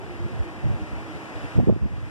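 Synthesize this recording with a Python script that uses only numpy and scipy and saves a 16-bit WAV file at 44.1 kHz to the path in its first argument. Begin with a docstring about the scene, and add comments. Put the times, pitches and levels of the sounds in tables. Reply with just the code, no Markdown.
"""Strong wind rushes through pines beside a balcony, with a faint, wavering moan.
The rush is broadband turbulence noise; the moan is a narrow resonance that follows the air speed.
Eddies buffet the microphone with low thumps and sharp slaps, opposite in polarity in the two channels.
The hardest gust makes the recorder's limiter turn the gain down, and it recovers slowly."""
import sys
import numpy as np
from scipy import signal
from scipy.fft import rfft, irfft
from scipy.io import wavfile
from scipy.ndimage import uniform_filter1d

SR = 44100
rng = np.random.default_rng(int(sys.argv[2]) if len(sys.argv) > 2 else 0)


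def int16_out(signal):
    """Quantize to a 16-bit WAV file."""
    q = np.round(np.clip(np.atleast_2d(signal).T, -1, 1) * 32767)
    wavfile.write(sys.argv[1], SR, q.astype(np.int16))


N = 92610
TIME = np.arange(N) / SR
HZ = np.fft.rfftfreq(N, 1 / SR)


def amp(db):
    """Amplitude ratio of a level in decibels."""
    return 10 ** (np.asarray(db) / 20)


def unit(x):
    """Normalisation to an rms of one."""
    return x / np.sqrt(np.mean(x ** 2) + 1e-20)


def at_frequency(points, hz):
    """Interpolation of a table on a logarithmic frequency axis."""
    points_hz, values = np.transpose(points)
    return np.interp(np.log(hz + 1), np.log(points_hz + 1), values)


def band_noise(low_hz, high_hz, order=4):
    """White noise shaped by a Butterworth band-pass magnitude response."""
    low_loss = 1 + (low_hz / (HZ + 1e-3)) ** (2 * order)
    high_loss = 1 + (HZ / high_hz) ** (2 * order)
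    return unit(irfft(rfft(rng.standard_normal(N)) / np.sqrt(low_loss * high_loss), N))


def pine_rush(level_db=-38.5, roar_hz=404, needles_hz=1510, comb_hz=2140, patch_db=0.5, flutter_db=0.15):
    """Turbulence in the trees radiates broadband noise, only partly coherent at two close ports."""
    # spectrum of the rush: frequency_hz, relative_density_db
    spectrum = [(20, -47), (60, -16), (130, -1), (200, -3), (270, -2), (400, -3.5), (520, -4.5), (750, -5),
                (1000, -8.5), (1300, -10.5), (1800, -10), (2400, -13), (3000, -18.5), (3600, -24),
                (4300, -27.5), (5000, -27), (6500, -32), (8000, -33.5), (10000, -38), (12000, -43.5),
                (14000, -48.5)]
    # strength of the wind in the needles: time_s, gain_db
    wind = [(0, -0.6), (.3, 0.5), (.6, 0.1), (.9, 1), (1.2, 2.1), (1.5, 3), (1.65, 3.2), (1.83, 1),
            (2.1, 2.5)]
    # strength of the low roar: time_s, gain_db
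    roar = [(0, -.5), (.55, 0.6), (1.0, 0.7), (1.5, 0.5), (1.88, 1.5), (2.1, -4.5)]
    # likeness of the channels: frequency_hz, coherence_ratio
    likeness = [(50, 0), (150, 0), (290, .7), (400, 0.35), (500, 0.66), (620, 0.81), (850, 0.85),
                (1100, 0.94), (1400, 0.52), (1700, 0.65), (2080, 0.98), (2750, 0.74), (3200, 0.74),
                (3700, 0.6), (4300, 1), (4600, 0.2), (5300, 0.27), (6000, 0.52), (9000, .28), (14000, .2)]
    # phase lead of the left channel in the low range: frequency_hz, lead_rad
    low_lead = [(50, 4.5), (180, 2), (280, -0.57), (400, -0.66), (580, 0.35), (800, -0.3), (1250, -0.55),
                (1500, 1.98), (2140, 3)]
    # balance of the channels: frequency_hz, left_minus_right_db
    balance = [(100, -9), (330, -0.5), (500, 0), (1000, 0.2), (1350, 2), (2100, 1.5), (2500, 2.5),
               (3800, 0.5), (6000, 2.5), (9000, 1), (13000, -1)]
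    window, hop = 1024, 256
    frames, hz = N // hop + 5, np.fft.rfftfreq(window, 1 / SR)
    frame_s = np.arange(frames) * hop / SR
    left_re, left_im, other_re, other_im, patches = rng.standard_normal((5, frames, len(hz)))
    patches = uniform_filter1d(patches, size=14, axis=0)  # smooth in time
    patches = unit(uniform_filter1d(patches, size=12, axis=1))  # and in frequency
    flutter = unit(uniform_filter1d(rng.standard_normal(frames), size=8))[:, None]
    wind_db = np.interp(frame_s, *np.transpose(wind))[:, None]
    roar_db = np.interp(frame_s, *np.transpose(roar))[:, None]
    # the treble follows the wind, so the rush brightens as the wind grows
    swell_db = roar_db + (wind_db - roar_db) * at_frequency([(roar_hz, 0), (needles_hz, 1)], hz)
    magnitude = amp(at_frequency(spectrum, hz) + swell_db + patch_db * patches + flutter_db * flutter)
    coherence = np.clip(at_frequency(likeness, hz), 0, 1)
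    high_lead = np.pi + 2 * np.pi * hz / comb_hz
    lead = np.where(hz < low_lead[-1][0], at_frequency(low_lead, hz), high_lead)
    left = left_re + 1j * left_im
    right = coherence * left + np.sqrt(1 - coherence ** 2) * (other_re + 1j * other_im)
    lean = amp(at_frequency(balance, hz) / 2)
    spectra = np.array([left * lean, right * np.exp(-1j * lead) / lean]) * magnitude
    _, rush = signal.istft(spectra.swapaxes(1, 2), nperseg=window, noverlap=window - hop)
    return amp(level_db) * unit(rush[:, :N])


def balcony_moan(width_hz=34, steadiness=0.88, lead_rad=-0.16):
    """A flow-driven resonance gives a narrow band of noise whose pitch wanders with the air speed."""
    # course of the moan: time_s, pitch_hz, level_db
    course = [(0, 387.7, -42.5), (0.061, 368.9, -45.5), (0.121, 329, -42.5), (.175, 333.4, -47),
              (.22, 342.5, -43), (.3, 347, -43.5), (.4, 330.3, -52), (.46, 341.3, -42),
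              (0.531, 299.4, -46.5), (.6, 324.8, -52.5), (.67, 307.6, -41.5), (.735, 300, -54),
              (.81, 317.2, -42), (.9, 325.7, -51.5), (1.11, 328, -42.5), (1.23, 315, -49.5),
              (1.31, 338, -47), (1.462, 298, -49), (1.901, 323.3, -55), (2.1, 310, -44.5)]
    time_s, pitch_hz, level_db = np.transpose(course)
    phase = 2 * np.pi * np.cumsum(np.interp(TIME, time_s, pitch_hz)) / SR
    envelope = band_noise(0.9, width_hz / 2, order=2) + 1j * band_noise(0.97, width_hz / 2, order=2)
    tone = envelope / np.sqrt(1 + (steadiness * abs(envelope)) ** 2) * np.exp(1j * phase)
    stereo = np.array([tone, tone * np.exp(-1j * lead_rad)]).real
    return amp(np.interp(TIME, time_s, level_db)) * unit(stereo)


def buffeting(full_force_db=-4, calm_swing_db=2, evenness=3):
    """Eddies on the microphone add in power; the harder or smaller one is, the higher its rumble reaches."""
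    # light turbulence between the eddies: time_s, level_db
    calm_levels = [(0, -44), (.5, -44), (1.0, -41), (1.16, -48), (1.22, -65), (1.33, -53), (1.4, -42),
                   (1.53, -52), (1.9, -30), (2.1, -36.5)]
    # eddies, the small ones lifting the upper rumble: peak_s, rise_s, fall_s, level_db, lift_db
    eddies = [(.103, 0.014, 0.011, -36.5, 5), (.211, 0.012, 0.018, -29.5, 6.5),
              (0.255, 0.0096, 0.0085, -21, 1.5), (.352, 0.029, 0.023, -31.5, 3.5),
              (0.404, 0.0067, 0.016, -20, -5), (.658, 0.013, .02, -18, -8), (0.704, 0.011, 0.013, -18, 0),
              (0.746, 0.0099, 0.013, -23.5, -5), (.822, 0.0078, 0.015, -30, 8.5),
              (.934, 0.0051, 0.012, -26, 2), (.972, 0.0098, 0.02, -32.5, 2), (1.164, 0.015, 0.012, -37, 12),
              (1.366, 0.0062, 0.0099, -27.5, -4), (1.447, .013, .013, -29.5, -4),
              (1.564, 0.0059, .006, -16, 0), (1.583, 0.0052, 0.025, -11, 2.5),
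              (1.636, 0.013, 0.0087, -18.5, 6), (1.677, 0.0094, .01, -22, 2.5),
              (1.699, 0.013, 0.01, -6.5, 1.5), (1.725, .01, 0.012, -10.5, 0),
              (1.774, 0.043, 0.0051, -23, 4.5), (1.834, .011, 0.011, -13.5, 0.5),
              (1.857, .005, .009, -15.5, 1.5), (1.932, 0.016, 0.017, -26.5, 6),
              (1.979, .01, 0.0068, -22.5, -4), (2.03, .008, 0.018, -25.5, -14)]
    # bands of the turbulence: low_hz, high_hz, band_db, growth_exponent, lift_share
    bands = [(49, 116, -1, 0.89, 0.0079), (126, 204.5, -1, 1.43, 1), (250.5, 485, -14, 2, 0.5)]
    calm = amp(np.interp(TIME, *np.transpose(calm_levels)) + calm_swing_db * band_noise(1.3, 42))
    rumble = np.zeros(N)
    for low_hz, high_hz, band_db, growth_exponent, lift_share in bands:
        power = calm ** 2
        for peak_s, rise_s, fall_s, level_db, lift_db in eddies:
            width_s = np.where(TIME < peak_s, rise_s, fall_s)
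            power += amp(level_db + lift_share * lift_db) ** 2 * np.exp(-((TIME - peak_s) / width_s) ** 2)
        force = np.sqrt(power) / amp(full_force_db)
        swirl = signal.hilbert(band_noise(low_hz, high_hz, order=5))
        # flatten the noise's own envelope so that the eddies shape the thumps
        swirl = unit(swirl.real / np.sqrt(1 + (evenness * abs(swirl)) ** 2))
        rumble += amp(full_force_db + band_db) * force ** growth_exponent * swirl
    return rumble


def air_slaps(width_cycles=0.45):
    """A small, fast eddy gives a bipolar pressure pulse: one push and one pull."""
    # slaps inside the hardest gust: centre_s, level_db, pitch_hz
    slaps = [(1.590, -7.5, 330), (1.601, -12.5, 563), (1.674, -5, 310), (1.684, -4.5, 327),
             (1.693, -7, 387), (1.697, -21, 770), (1.699, 0, 430.5), (1.764, -12, 295)]
    pressure = np.zeros(N)
    for centre_s, level_db, pitch_hz in slaps:
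        cycles = pitch_hz * (TIME - centre_s)
        pressure -= amp(level_db) * np.sin(2 * np.pi * cycles) * np.exp(-(cycles / width_cycles) ** 2 / 2)
    return pressure


def microphone_ports(pressure, low_cut_hz=46, delay_s=0.00049, imbalance_db=1.58):
    """High-passed wind pressure drives two ports in antiphase, the left one later and weaker."""
    high_passed = irfft(rfft(pressure) / np.sqrt(1 + (low_cut_hz / (HZ + 1e-3)) ** 10), N)
    delayed = np.interp(TIME - delay_s, TIME, high_passed)
    return np.array([delayed * amp(-imbalance_db / 2), -high_passed * amp(imbalance_db / 2)])


def scene():
    """Superposition of the distant rush and moan with the wind pressure on the microphone."""
    return pine_rush() + balcony_moan() + microphone_ports(buffeting() + air_slaps())


def record(dry):
    """A limiter ducks fast and recovers slowly; saturation rounds the peaks; a low-pass ends the band."""
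    threshold_db, attack_s, recovery_db_per_s = -12.5, 0.011, 9.5
    ceiling, cutoff_hz = 0.55, 14250
    power = uniform_filter1d((dry ** 2).mean(0), size=800)
    power_db = 10 * np.log10(abs(power) + 1e-12)
    recovery_db = recovery_db_per_s * TIME
    held_db = np.maximum.accumulate(power_db + recovery_db) - recovery_db  # peak hold with a steady fall
    excess_db = np.maximum(held_db - threshold_db, 0)
    pole = np.exp(-1 / (attack_s * SR))
    ducked = dry * amp(-signal.lfilter([1 - pole], [1, -pole], excess_db))
    rounded = ducked / (1 + (ducked / ceiling) ** 4) ** (1 / 4)
    low_pass = signal.firwin(511, cutoff_hz, window=("kaiser", 9), fs=SR)
    return signal.oaconvolve(rounded, low_pass[None], "same")


dry = scene()
out = record(dry)
int16_out(out)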